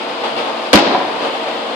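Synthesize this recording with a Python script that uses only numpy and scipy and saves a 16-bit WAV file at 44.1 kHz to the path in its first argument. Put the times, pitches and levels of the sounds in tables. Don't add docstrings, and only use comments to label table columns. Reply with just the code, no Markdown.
import sys
import numpy as np
from scipy import signal
from scipy.io import wavfile
from scipy.ndimage import uniform_filter1d

SR = 44100
rng = np.random.default_rng(int(sys.argv[2]) if len(sys.argv) > 2 else 0)


def pcm_store(signal):
    levels = np.round(np.clip(np.atleast_2d(signal), -1, 1) * 32767)
    wavfile.write(sys.argv[1], SR, levels.astype(np.int16).T)


N = 77175

BLOW_S = 0.7305
# start_s after the blow, level_db, brightness_db_per_octave
SLAP_CLAPS = [(0, 1, 2), (.005, 2.5, 1.5), (0.012, -6, 2), (0.019, -1, 1), (0.025, 0, 2.5), (0.034, -2, 1),
              (0.043, 3.5, -0.5), (0.055, -6, 2), (0.062, -7.5, 1.5), (0.072, -11, 1), (.09, -15, -0.5),
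              (0.137, -4.5, -2.5), (0.181, -11, -1)]
# pitch_hz, level_db per Hz
SLAP_SPECTRUM = [(40, -50), (120, -23.5), (250, -10.5), (420, -21), (550, -14), (850, -13.5), (1050, -12.5),
                 (1300, -13), (1600, -12.5), (2500, -13), (4500, -18), (6000, -28), (10000, -40),
                 (18000, -78)]
# pitch_hz, t60_s
SLAP_DECAY = [(100, 0.06), (400, 0.27), (1500, 0.052), (4500, 0.047), (7000, 0.044), (12000, 0.056)]
SLAP_DB, CLAP_RISE_S = -3.5, 0.00037
LATE_DULL_HZ, LATE_DULL_DB_PER_S = 5500, 152

# pitch_hz, level_db, t60_s, start_s after the blow
RUG_BOOM_MODES = [(210, 6.5, 0.085, 0.0183), (287, -3.5, 0.071, 0.0018), (314.7, 0.5, 0.14, 0.011),
                  (369.4, -8, 0.25, 0.0265), (504.5, 4, 0.071, 0.00058), (586.5, -0.5, 0.11, 0.016),
                  (731, -8, 0.25, 0.0061), (828, -7, 0.16, .055), (992, -3, 0.13, 0.011),
                  (1140, -6.5, 0.066, 0.0023)]
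BOOM_RISE_CYCLES = 0.51

LURCH_S, LURCH_LENGTH_S, LURCH_HZ, LURCH_DB, LURCH_RIGHT_DB = 0.73, 0.043, 66.5, -11.5, -14

# start_s, level_db, brightness_db_per_octave
FLAP_AND_KNOCKS = [(0.9118, -10, -10.5), (.9487, 0, 1.5), (1.0035, -8.5, 14), (1.2255, -20, -10),
                   (1.2575, -19, 0)]
# pitch_hz, level_db, t60_s
FLAP_AND_KNOCK_MODES = [(283, -17.5, 0.083), (520, -26, 0.039), (686, -17, .06), (756, -13.5, 0.33),
                        (860, -18, .04), (987, -5, .07), (1112, -17.5, 0.04), (1320, -16, 0.018),
                        (1585, -18.5, 0.023)]
KNOCK_THIN_HZ, KNOCK_SOFT_HZ = 216, 2200

# pitch_hz, level_db per Hz
HALL_SPECTRUM = [(40, -62), (120, -20), (200, -12), (285, -0.5), (420, -3), (700, -2.5), (1000, -7.5),
                 (1500, -14), (2500, -15.5), (4400, -12), (6000, -26.5), (8000, -33), (10000, -71)]
# pitch_hz, t60_s
HALL_DECAY = [(100, 1.3), (400, 1.02), (1000, 1.5), (3000, 0.96), (8000, 0.43)]
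HALL_DB, HALL_RISE_S = -4, 0.054

# pitch_hz, level_db per Hz
DRONE_SPECTRUM = [(40, -50), (90, -26.5), (185, -19), (225, -14), (300, -6), (410, -9), (480, -1),
                  (650, -2.5), (880, -4), (1100, -5.5), (1500, -11), (2100, -14), (3000, -12),
                  (4200, -17.5), (4900, -21), (5800, -32.5), (8000, -35.5), (10500, -43), (13000, -69)]
DRONE_DB = -23
# pitch_hz, level_db rms at rest
DRONE_HUMS = [(231.5, -42), (290.7, -44), (349.9, -41.5), (463.0, -37), (662.1, -36), (753.7, -40),
              (888.2, -37.5)]
TONE_WANDER_HZ, TONE_WAVER_DB = 2.66, 0.5
# start_s, level_db over the drone, rise_s, t60_s
DRONE_SWELLS = [(.228, 5.5, 0.014, 0.48), (.36, 5, 0.013, 0.85), (.455, -1, .012, 0.41),
                (1.21, 1, .012, 0.98), (1.46, 3.5, 0.014, 0.38), (1.525, -2, .01, 0.19)]
# pitch_hz, level_db against the drone
SWELL_TILT = [(100, 0), (300, -1.5), (1000, 2.5), (3000, -0.5), (10000, 0.5)]

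HUM_S, HUM_LENGTH_S, HUM_HZ, HUM_DB = 0.276, 0.19, 147, -43

# pitch_hz, likeness (-1 to 1)
MIC_LIKENESS = [(60, 0.65), (95, 0.96), (150, 0.91), (240, 0.96), (380, 0.82), (600, 0.66), (950, 0.45),
                (1500, -0.28), (2380, 0.41), (3770, -0.18), (5980, 0.02), (9470, -0.046), (15000, -0.45)]
# pitch_hz, left_over_right_db
MIC_BALANCE = [(60, 3), (240, 0.5), (950, 1), (1500, 2), (2200, 2), (2900, 7), (4000, 8.5), (4900, 6.5),
               (5700, 0), (7000, -6), (8800, -1.5), (10200, 14.5), (15000, 20)]
PATCHY_DB = 0.6
MIC_LOW_HZ, CUTOFF_HZ = 115, 16500
DUCK_DB_PER_DB, DUCK_FROM_DB, RECOVER_DB_PER_S = 0.2972, -13, 24.5
CLIP_TOP, CLIP_HARDNESS = 1.04, 4.0


def from_db(db):
    return 10 ** (np.asarray(db) / 20)


def at_hz(points, hz):
    table = np.array(points)
    return np.interp(np.log(hz), np.log(table[:, 0]), table[:, 1])


def rms_one(x):
    return x / np.sqrt(np.mean(x ** 2) + 1e-20)


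def burst(start, rise, t60):
    t = np.maximum(np.arange(N) / SR - start, 0)
    return (1 - np.exp(-t / rise)) * from_db(-60 * t / t60)


def swell(start, length, hz):
    t = np.arange(N) / SR - start
    return np.sin(np.pi * np.clip(t / length, 0, 1)) ** 2 * np.sin(2 * np.pi * hz * t)


def drift(rate):
    r = np.exp(-80 * np.pi * rate / SR)
    noise = rng.standard_normal(N // 40 + 1002)
    slow = signal.lfilter([1], [1, -2 * r, r * r], noise)[1000:]
    return np.interp(np.arange(N) / 40, np.arange(len(slow)), rms_one(slow))


def total_db(spectrum):
    hz = np.arange(40, 18000, 20)
    return 10 * np.log10(20 * np.sum(from_db(at_hz(spectrum, hz)) ** 2))


def density_db(spectrum, level_db, hz):
    return level_db + at_hz(spectrum, hz) - total_db(spectrum)


def ring(x, hz, t60):
    r = from_db(-60 / (t60 * SR))
    w = 2 * np.pi * hz / SR
    return signal.lfilter([0, np.sin(w)], [1, -2 * r * np.cos(w), r * r], x + 1e-18)


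def pair(mid, side, hz):
    alike = np.clip(at_hz(MIC_LIKENESS, hz), -1, 1)
    shared = np.sqrt((1 + alike) / 2) * mid
    opposed = np.sqrt((1 - alike) / 2) * side * np.array([[1], [-1]])
    return (shared + opposed) * from_db(at_hz(MIC_BALANCE, hz) * np.array([[0.5], [-0.5]]))


def slap_power(hz):
    power = 0
    for s, db, tilt_db in SLAP_CLAPS:
        bright_db = tilt_db * np.log2(hz / 500)
        dull_db = LATE_DULL_DB_PER_S * s * max(np.log2(hz / LATE_DULL_HZ), 0)
        clap = burst(BLOW_S + s, CLAP_RISE_S, at_hz(SLAP_DECAY, hz))
        power = power + (from_db(db + bright_db - dull_db) * clap) ** 2
    return power * from_db(density_db(SLAP_SPECTRUM, SLAP_DB, hz)) ** 2


def boom():
    out, t = 0, np.arange(N) / SR - BLOW_S
    for hz, db, t60, lag in RUG_BOOM_MODES:
        a, b = rng.uniform(0, 2 * np.pi, 2)
        shape = from_db(db) * burst(BLOW_S + lag, BOOM_RISE_CYCLES / hz, t60)
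        angle = 2 * np.pi * hz * t
        out = out + shape * pair(np.sin(angle + a), np.sin(angle + b), hz)
    return out


def overload_lurch():
    gain = from_db([[LURCH_DB], [LURCH_DB + LURCH_RIGHT_DB]])
    return gain * swell(LURCH_S, LURCH_LENGTH_S, LURCH_HZ)


def flap_and_knocks():
    out = 0
    for hz, mode_db, t60 in FLAP_AND_KNOCK_MODES:
        clicks = np.zeros(N)
        for s, db, tilt_db in FLAP_AND_KNOCKS:
            clicks[int(s * SR)] = -from_db(db + mode_db + tilt_db * np.log2(hz / 1000))
        out = out + ring(clicks, hz, t60)
    return signal.lfilter(*signal.butter(2, [KNOCK_THIN_HZ, KNOCK_SOFT_HZ], "band", fs=SR), out)


def hall_power(hz):
    envelope = burst(BLOW_S, HALL_RISE_S, at_hz(HALL_DECAY, hz))
    return (from_db(density_db(HALL_SPECTRUM, HALL_DB, hz)) * envelope) ** 2


def swelling(hz):
    power = 1
    for s, db, rise, t60 in DRONE_SWELLS:
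        power = power + (from_db(db + at_hz(SWELL_TILT, hz)) * burst(s, rise, t60)) ** 2
    return power


def drone_power(hz):
    return from_db(density_db(DRONE_SPECTRUM, DRONE_DB, hz)) ** 2 * swelling(hz)


def noise_field():
    out, edges = 0, 40 * 2 ** (np.arange(36) / 4)
    white, together = rng.standard_normal((2, 2, N + 4000)), drift(15.0)
    for k, (low, high) in enumerate(zip(edges, edges[1:])):
        sos = signal.butter(3, [low, high], "band", fs=SR, output="sos")
        mid, side = signal.sosfilt(sos, white[k % 2])[:, -N:] * np.sqrt(SR / 2)
        hz = np.sqrt(low * high)
        power = slap_power(hz) + hall_power(hz) + drone_power(hz)
        patchy = from_db(PATCHY_DB * (0.83 * together + drift(2.2)))
        out = out + np.sqrt(power) * patchy * pair(mid, side, hz)
    return out


def drone_tones():
    out = 0
    for hz, db in DRONE_HUMS:
        phase = 2 * np.pi * (np.cumsum(hz + TONE_WANDER_HZ * drift(3.01)) / SR + rng.random())
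        gain = from_db(db + TONE_WAVER_DB * drift(3.3)) * np.sqrt(2 * swelling(hz))
        out = out + gain * pair(np.sin(phase), np.cos(phase), hz)
    return out


def low_hum():
    return from_db(HUM_DB) * swell(HUM_S, HUM_LENGTH_S, HUM_HZ)


def scene():
    roll_off = signal.butter(3, MIC_LOW_HZ, "high", fs=SR, output="sos")
    air = signal.sosfilt(roll_off, noise_field() + drone_tones() + boom() + flap_and_knocks())
    return air + overload_lurch() + low_hum()


def record(dry):
    power = uniform_filter1d(np.mean(dry ** 2, axis=0), size=441)
    level_db = 10 * np.log10(power + 1e-12)
    wanted_db = DUCK_DB_PER_DB * np.maximum(level_db - DUCK_FROM_DB, 0)
    ramp = RECOVER_DB_PER_S * np.arange(N) / SR
    cut_db = np.maximum.accumulate(wanted_db + ramp) - ramp
    cut_db = signal.lfilter([0.001], [1, -0.999], cut_db)
    x = dry * from_db(-cut_db) / CLIP_TOP
    x = CLIP_TOP * x / (1 + np.abs(x) ** CLIP_HARDNESS) ** (1 / CLIP_HARDNESS)
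    top_cut = signal.cheby2(6, 30, CUTOFF_HZ, fs=SR, output="sos")
    return np.clip(signal.sosfilt(top_cut, x), -1, 1)


dry = scene()
out = record(dry)
pcm_store(out)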